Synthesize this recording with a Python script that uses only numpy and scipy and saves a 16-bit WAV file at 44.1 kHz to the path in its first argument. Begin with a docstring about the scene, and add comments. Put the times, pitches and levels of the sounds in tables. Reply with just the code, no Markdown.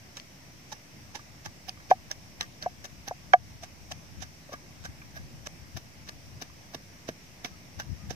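"""Chillies pounded in a clay mortar

A wooden pestle pounds chillies in a clay mortar on grass, close to a two-port microphone.
Blows crunch as bursts of noise, pods snap as tiny noisy spits, and dying sines ring clay and bowl air.
Far outdoor wash and wind are shaped noise; two faint far whistles are sines.
Gain control turns everything down after hard knocks, then lets the level recover."""
import sys
import numpy as np
from scipy import signal
from scipy.fft import rfft, irfft, next_fast_len
from scipy.io import wavfile
from scipy.ndimage import uniform_filter1d

SR = 44100
rng = np.random.default_rng(int(sys.argv[2]) if len(sys.argv) > 2 else 0)


def persist_wave(psi):
    """Save psi, clipped to +-1, as 16-bit WAV."""
    counts = np.round(np.clip(psi, -1, 1) * 32767).astype(np.int16)
    wavfile.write(sys.argv[1], SR, np.atleast_2d(counts).T)


N = 359415  # length in samples

# Pods crushed by each blow: peak_s, crunch_db, crispness_db, bowl_air_db, bowl_air_hz,
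# wall_ring_db, favoured_wall_hz, ground_thud_db, fall_s
CRUSHING_BLOWS = [(0.1724, -42, -2, -57, 920, -58, 1720, -66, 0.014),
                  (0.727, -33, -5, -37.5, 840, -45, 1720, -54, 0.0039),
                  (1.154, -36, -2.5, -37, 870, -47, 1135, -45, 0.012),
                  (1.4609, -32, 1, -39, 837, -40, 1720, -59, 0.0044),
                  (1.6911, -36.5, 8.5, -41.5, 750, -49, 2500, -60, 0.0046),
                  (1.9047, -35.5, 2.5, -59, 640, -37, 2460, -30, 0.012),
                  (2.1148, -34.5, 3.5, -47, 670, -57, 1670, -62, 0.0057),
                  (2.4107, -36, 1, -52, 900, -35, 1860, -58, 0.012),
                  (2.628, -38.5, 2, -46.5, 610, -40, 1670, -53, 0.012),
                  (2.8526, -34.5, -1, -49, 716, -42, 1670, -69, 0.0041),
                  (3.0805, -33.5, 8, -40, 802, -38, 1760, -40, 0.0056),
                  (3.6387, -38.5, -20, -41, 730, -52, 1680, -61, 0.0045),
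                  (3.919, -35, -14, -38.5, 716, -56, 1680, -58, 0.0048),
                  (4.2246, -41, -6, -46.5, 755, -43, 1780, -58, 0.0092),
                  (4.5383, -39, 3, -43.5, 697, -36, 1144, -38.5, 0.0029),
                  (4.8542, -36, -16, -49, 740, -38, 1560, -48, 0.0056),
                  (5.1687, -46.5, 9, -47.5, 673, -39.5, 1670, -52, 0.014),
                  (5.4696, -32.5, -10, -43, 610, -50, 1680, -44, 0.003),
                  (5.7722, -35.5, 3.5, -48, 754, -48, 1610, -44, 0.0061),
                  (6.0896, -37.5, 2, -54, 633, -42, 1680, -47, 0.0045),
                  (6.4218, -35.5, 4.5, -44, 695, -45, 1630, -38, 0.0067),
                  (6.7501, -30.5, 4.5, -39.5, 720, -43, 1670, -34.5, 0.0021),
                  (7.0903, -35, 3, -37.5, 642, -40.5, 1640, -25, 0.004),
                  (7.4489, -32.5, 3.5, -43.5, 736, -45, 1700, -36, 0.011),
                  (7.7995, -34, 3, -50.5, 750, -32.5, 1560, -57, 0.0091),
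                  (8.109, -34.5, 2, -40, 720, -46, 1760, -30, 0.0064)]
# Wood hitting clay: start_s, push_db, bowl_air_hz, wall_ring_db, favoured_wall_hz, favoured_wall_db,
# crack_db, contact_s, second_contact_after_s, second_push_db
CLAY_KNOCKS = [(1.9117, -4.5, 752, -15, 1700, 5.5, -37, 0.00013, 0.0019, 3),
               (2.6606, -16, 728, -48, 1630, 8, -51, 0.00035, 0.00192, -11),
               (3.1105, -17.5, 730, -49, 1600, 4, -61, 0.00038, 0.002, -15.5),
               (3.3343, -8.5, 724, -6, 1562, -24, -27.5, 0.00015, .0052, 5.5),
               (4.492, -33.5, 607, -56, 1160, 3, -61, 0.00063, 0.00226, -42),
               (4.5215, -32, 610, -53, 1160, 1, -60, 0.00065, 0.0024, -27.5)]
# Single pods snapping: start_s, peak_db, pitch_hz, left_minus_right_db, length_s
POD_SNAPS = [(0.172, -29, 5750, -7, 0.0011), (0.1987, -29, 4800, 11, 0.0018),
             (1.6933, -19, 5100, 2, 0.0028), (2.1136, -19.5, 5640, -3.0, 0.0078),
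             (2.4095, -14.5, 4000, 0.5, 0.0031), (2.412, -28, 4900, -19, 0.002),
             (2.625, -23.5, 4040, 3, 0.0037), (3.0845, -27, 6100, -13, 0.0014),
             (3.921, -24, 4940, 1, 0.0014), (6.089, -32, 4170, 6, 0.003),
             (7.4474, -28.5, 3580, -17, 0.0018), (7.45, -31.5, 2160, -15, 0.0052),
             (7.4584, -30, 1630, 17, 0.00085)]
# The pestle grazing the wall: start_s, level_db, favoured_wall_hz
WALL_GRAZES = [(1.1925, -45, 1160), (1.7725, -48, 1170), (1.799, -49, 1170), (5.0172, -44, 2420),
               (6.4988, -50, 1160)]
# Ringing tones of the clay wall: pitch_hz, level_db, time_to_fall_60_db_s
WALL_MODES = [(1180, -7, 0.056), (1622, 3.5, 0.056), (1871, -10.5, 0.034), (2233, -8.5, 0.032),
              (2702, -17, 0.017), (3180, -7.5, 0.019), (3640, -29.5, .012), (4600, -28, .012),
              (5600, -26.5, 0.036)]
# The bowl rocking on the ground: pitch_hz, level_db, time_to_fall_60_db_s
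ROCKING_MODE = (676, -2.6, 0.0079)
# Tone colour of crushed pods: frequency_hz, level_db (per Hz)
CRUSH_COLOUR = [(880, -5.5), (1500, -6), (1690, 5.5), (1920, -5.5), (3000, -3.5), (3380, -6.5),
                (3810, -0.5), (4200, -9), (5830, 2.5), (8080, -19.5), (11900, -22), (13800, -18.5),
                (16000, -30.5)]
# How far the left port leads for the mortar: frequency_hz, left_lead_radians
PORT_LEAD = [(100, 0), (450, -.5), (800, -.35), (1163, -.8), (1560, -2.6), (1800, -3.4), (2400, -6.5),
             (3800, -9.8), (5800, -16.8), (16000, -43)]
# How alike the crunch is at both ports: frequency_hz, likeness (0 to 1)
CRUNCH_LIKENESS = [(500, 0.65), (1500, 0.27), (4000, 0.54), (10000, 0.077)]
# Level difference of the mortar between the ports: frequency_hz, left_minus_right_db
PORT_SHADE = [(800, 0), (1160, 2), (1560, -2), (1950, -4), (2500, -2), (6000, -2), (14000, 3)]
# Faint far whistles, perhaps a bird: start_s, length_s, pitch_hz, level_db
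FAR_WHISTLES = [(7.517, 0.038, 1280, -61), (7.984, 0.082, 1230, -61)]
# Tone colour of the outdoor wash: frequency_hz, level_db (per Hz)
WASH_COLOUR = [(24, -53), (40, -4.5), (124, -0.5), (329, -9), (422, -17), (615, -13), (1370, -20),
               (2150, -14.5), (3470, -22.5), (4300, -22.5), (5720, -14), (6820, -24.5), (9940, -32),
               (13800, -30), (14800, -31), (16000, -64)]
# How alike the wash is at both ports: frequency_hz, likeness (-1 to 1)
WASH_LIKENESS = [(60, 0.86), (130, 1), (290, 0.41), (640, 0.52), (1410, -0.2), (3100, 0.1), (6820, -0.047),
                 (15000, 0.061)]
# Level difference of the wash between the ports: frequency_hz, left_minus_right_db
WASH_LEAN = [(60, -0.5), (180, 0.5), (550, 0.5), (1650, 1.0), (4970, -1), (15000, 3.5)]
# Rising and falling breeze on the ports: time_s, level_db
BREEZE = [(0, -70), (1.101, -67.5), (2.2, -57), (3.3, -55), (4.05, -53.5), (4.45, -66), (4.8, -55),
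          (5.3, -52), (5.65, -62), (6.3, -53.5), (7.0, -68.5), (7.649, -59), (8.15, -52)]
# Wind buffets: middle_s, level_db, half_length_s, left_minus_right_db
WIND_BUFFETS = [(1.474, -43, 0.018, 5), (4.2, -50.5, 0.046, 22.5), (4.9, -45, 0.017, 2),
                (5.23, -49, .05, -1), (5.76, -46.5, 0.026, 18), (6.143, -53.5, 0.026, 12),
                (6.346, -55, 0.036, 17), (7.777, -51, 0.017, 22), (7.83, -51.5, .03, 11),
                (7.905, -41, 0.03, 22), (8.078, -42, 0.057, 5)]
# Tone colour of the wind: frequency_hz, level_db (per Hz)
WIND_COLOUR = [(15, -57), (25, -21), (65, 12), (130, 8.5), (271, -8), (354, -14.5), (420, -31), (530, -25),
               (700, -33.5), (910, -73), (1540, -120)]

SCATTER_DB = 5.5  # each crunch falls a little left or right
# Rise of the crunch: harder blows and long-settling ones rise quicker
SINK_S, HARD_DB, QUICKER_PER_DB, USUAL_FALL_S, TRADE = 0.0062, -35.5, 0.09, 0.0042, 0.39
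AIR_LEAD_S = 0.0032  # the bowl air is squeezed just before the crunch peaks
AIR_T60_S = 0.04  # time for the bowl air to fall 60 dB after a knock
WASH_DB = -51
# The left port is more exposed to wind; each port flutters by itself
WIND_LEAN_DB, FLUTTER_DB, FLUTTER_S = 5.5, 4.0, 0.06
EDGE_HZ = 15900  # top of the microphone's band


def gain_of(db):
    """Turns dB into a multiplier."""
    return 10 ** (np.asarray(db) / 20)


def evened(x):
    """Scales a sound to an average strength (rms) of 1."""
    return x / np.sqrt(np.mean(x ** 2) + 1e-20)


def levelled(x, db):
    """Sets the crest of a ringing sound so that its loudest cycles have rms db."""
    return gain_of(db) * np.sqrt(2) * x / abs(x).max()


def read(points, hz):
    """Reads a table between its points, on a log-frequency axis."""
    f, value = np.transpose(points)
    return np.interp(np.log(hz + 1), np.log(f + 1), value)


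def add(mix, s, sound):
    """Mixes a sound in at s seconds."""
    part = mix[:, round(s * SR):][:, :sound.shape[-1]]
    part += sound[..., :part.shape[1]]


def panned(x, lr_db):
    """Splits a left-minus-right level difference between the ports."""
    return x * gain_of([[lr_db / 2], [-lr_db / 2]])


def shaped(x, gains):
    """Colours a sound by multiplying its spectrum by gains(Hz)."""
    size = next_fast_len(N)
    spectrum = rfft(x, size) * gains(np.fft.rfftfreq(size, 1 / SR))
    return irfft(spectrum, size)[..., :N]


def ring(modes, rise):
    """Adds dying sines, one per ringing tone, that build up over rise seconds."""
    t = np.arange(3000) / SR
    sines = sum(gain_of(db - 60 * t / t60) * np.sin(2 * np.pi * hz * t) for hz, db, t60 in modes)
    return sines * (1 - np.exp(-t / rise))


def mortar():
    """Passes all mortar sounds to the ports with their lag and shade; crunches differ between ports."""
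    # crunch lanes: two for what the ports share, two for what differs
    crunch, bowl = np.zeros((4, N)), np.zeros((2, N))
    for row in CRUSHING_BLOWS:
        blow(crunch, bowl, *row)
    for row in CLAY_KNOCKS:
        knock(crunch, bowl, *row)
    for s, *row in WALL_GRAZES:
        add(bowl, s, graze(*row))
    for s, *row in POD_SNAPS:
        add(bowl, s, snap(*row))

    def alike(hz):
        return np.clip(read(CRUNCH_LIKENESS, hz), 0, 1)

    def colour(hz):
        db = read(CRUSH_COLOUR, hz)
        return gain_of(db) / np.sqrt(np.mean(gain_of(2 * db)))

    hiss = shaped(crunch[:2], lambda hz: colour(hz) * np.sqrt(alike(hz)))
    hiss += shaped(crunch[2:], lambda hz: colour(hz) * np.sqrt(1 - alike(hz)))
    half = np.array([[.5], [-.5]])  # each port takes half of every difference

    def to_ports(hz):
        return np.exp(1j * half * read(PORT_LEAD, hz)) * gain_of(half * read(PORT_SHADE, hz))

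    return shaped(bowl + hiss, to_ports)


def blow(crunch, bowl, s, db, crisp_db, air_db, air_hz, wall_db, wall_hz, thud_db, fall):
    """The pestle sinks through the pods: a swell of tiny fractures hisses and shakes the bowl."""
    t = np.arange(-1200, 2400) / SR  # zero is the peak
    rise = SINK_S * np.exp(-QUICKER_PER_DB * (db - HARD_DB)) * (USUAL_FALL_S / fall) ** TRADE
    lr_db = SCATTER_DB * rng.standard_normal()
    swell = np.exp(-(abs(t) / np.where(t < 0, rise, fall)) ** 0.92)
    # a softer, longer swell: pods give early and settle late
    swell += gain_of(-26.0) * np.exp(-abs(t) / np.where(t < 0, .008, .02))
    clumps = gain_of(5.3 * evened(uniform_filter1d(rng.standard_normal(len(t)), size=30)))
    grit = evened(rng.standard_normal((len(t), 3)).T * clumps) * swell
    fine = signal.sosfilt(signal.butter(4, 7500., "high", fs=SR, output="sos"), grit)
    # dry skins add treble, wet pulp less
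    hiss = (grit + (gain_of(crisp_db) - 1) * fine) * gain_of(db)
    add(crunch, s + t[0], np.vstack([panned(hiss[0], lr_db), panned(hiss[1:], lr_db)]))

    air = ring([(air_hz, 0, .034)], 0.0011)  # the pulp damps the air ring
    wall = ring([(wall_hz, 7., .035)] + WALL_MODES, 0.0018)  # the struck spot favours one tone
    ground_modes = [(450, 3.5, 0.033), (347, 7.5, 0.021), (258, 3, 0.039), (161.5, -12.5, 0.26)]
    ground = ring(ground_modes, 0.00041)
    squeeze = grit[0] * swell ** 0.49  # the air is pushed mostly at the deepest moment
    add(bowl, s + t[0] - AIR_LEAD_S, levelled(signal.fftconvolve(squeeze, air), air_db))
    add(bowl, s + t[0], levelled(signal.fftconvolve(grit[0], wall), wall_db))
    add(bowl, s - .0007, levelled(ground, thud_db))


def knock(crunch, bowl, s, db, air_hz, wall_db, wall_hz, favour_db, crack_db, contact, after, second_db):
    """A half-sine push and a second contact ring the bowl air; the resting pestle soon mutes the wall."""
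    t = np.arange(600) / SR
    lag = s * SR % 1 / SR  # the part of the start time smaller than one sample

    def push(start, width):
        phase = np.clip((t - start) / width, 0, 1)
        return -np.sin(np.pi * phase) / (width * SR / 2)

    pushes = gain_of(db) * push(lag, contact) + gain_of(second_db) * push(lag + after, contact)
    air = signal.fftconvolve(pushes, ring([(air_hz, 0, AIR_T60_S), ROCKING_MODE], 0.0022))
    wall_push = gain_of(wall_db) * push(lag, 0.19 * contact)
    wall = signal.fftconvolve(wall_push, ring([(wall_hz, favour_db, .04)] + WALL_MODES, 0.0011))
    # muting starts after 6 ms at 910 dB a second and stops at 12 dB
    wall *= gain_of(-np.clip(910.0 * (np.arange(len(wall)) / SR - .006), 0, 12.))
    bass_cut = signal.butter(2, 380., "high", fs=SR, output="sos")  # a small bowl radiates little bass
    add(bowl, s, signal.sosfilt(bass_cut, air + wall))
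    # grit under the wood
    crack = rng.standard_normal((len(t), 4)).T * np.exp(-t / 0.0051) * np.minimum(t / 0.00051, 1)
    treble_cut = signal.butter(4, 6500., fs=SR, output="sos")
    add(crunch, s, gain_of(crack_db) * signal.sosfilt(treble_cut, crack))


def graze(db, wall_hz):
    """A brief scuff of grit rings the wall faintly."""
    scuff = rng.standard_normal(400) * np.exp(-np.arange(400) / SR / 0.0022)
    wall = ring([(wall_hz, 8., .015)] + WALL_MODES, .0006)
    return levelled(signal.fftconvolve(scuff, wall), db)


def snap(db, hz, lr_db, length):
    """A skin bursts: a quick spit of noise rings around a main pitch and a weaker lower one."""
    t = np.arange(500) / SR
    spit = rng.standard_normal(len(t)) * t / length * np.exp(1 - 8.3 * t / length)
    sound = signal.fftconvolve(spit, ring([(hz, 0, .004), (0.71 * hz, -5, .003)], 0.000091))
    return panned(gain_of(db) * sound / abs(sound).max(), lr_db)


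def wind():
    """Lumpy low eddies, unrelated at the two ports: a fluttering breeze and a few buffets."""
    t, (s, db) = np.arange(N) / SR, np.transpose(BREEZE)
    # about 450 random kicks a second at each port
    eddies = gain_of(2.2 * np.minimum(rng.exponential(1, (2, N)), 4)) * (rng.random((2, N)) < 450 / SR)
    eddies *= rng.choice([-1., 1.], (2, N))
    span = round(FLUTTER_S * SR)
    flutter = uniform_filter1d(rng.standard_normal((2, N)), size=span)
    flutter = evened(uniform_filter1d(flutter, size=span))
    level = panned(gain_of(np.interp(t, s, db) + FLUTTER_DB * flutter), WIND_LEAN_DB)
    for middle, top_db, half_length, lr_db in WIND_BUFFETS:
        level += panned(gain_of(top_db) * np.exp(-((t - middle) / half_length) ** 2), lr_db)
    return level * evened(shaped(eddies, lambda hz: gain_of(read(WIND_COLOUR, hz))))


def wash():
    """Distant outdoor noise: random short-time spectra with faint drifting patches."""
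    frames, hz = N // 256 + 5, np.fft.rfftfreq(1024, 1 / SR)
    a, b, c, d, patches = rng.standard_normal((frames, 513, 5)).T
    patches = uniform_filter1d(patches, size=12, axis=0)  # across frequency
    patches = evened(uniform_filter1d(patches, size=14, axis=1))  # across time
    same = np.clip(read(WASH_LIKENESS, hz), -1, 1)[:, None]
    left = a + 1j * b
    right = same * left + np.sqrt(1 - same ** 2) * (c + 1j * d)
    lean_db = np.outer([.5, -.5], read(WASH_LEAN, hz))[:, :, None]
    spectra = np.array([left, right])
    spectra *= gain_of(read(WASH_COLOUR, hz)[:, None] + 1.0 * patches + lean_db)
    noise = signal.istft(spectra, nperseg=1024, noverlap=768)[1][:, :N]
    return gain_of(WASH_DB) * evened(noise)


def whistles():
    """Soft sines that fade in and out, weaker at the right port."""
    out = np.zeros((2, N))
    for s, length, hz, db in FAR_WHISTLES:
        t = np.arange(0, length, 1 / SR)
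        tone = gain_of(db) * np.sin(2 * np.pi * hz * t) * signal.windows.tukey(len(t), .4)
        add(out, s, tone * [[1], [.6]])
    return out


def scene():
    """Adds up everything that reaches the ports."""
    return mortar() + wash() + wind() + whistles()


def record(dry):
    """Cuts bass, turns all down after a hard knock (gain control), adds an offset and limits the band."""
    dry = signal.sosfilt(signal.butter(3, 48., "high", fs=SR, output="sos"), dry)
    power = uniform_filter1d((dry ** 2).mean(0), size=100)
    power_db = 10 * np.log10(abs(power) + 1e-12)
    recovery_db = np.arange(N) * 44.0 / SR  # 44 dB a second
    over_db = np.maximum(power_db + 9.5, 0)  # how far the power passes -9.5 dB
    # hold the deepest cut so far, easing off at the recovery speed
    duck_db = np.maximum.accumulate(0.71 * over_db + recovery_db) - recovery_db
    ducked = dry / gain_of(uniform_filter1d(duck_db, size=200)) + 0.00081
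    band_limit = signal.firwin(511, EDGE_HZ, window=("kaiser", 9), fs=SR)
    return signal.oaconvolve(ducked, band_limit[None], "same")


dry = scene()
out = record(dry)
persist_wave(out)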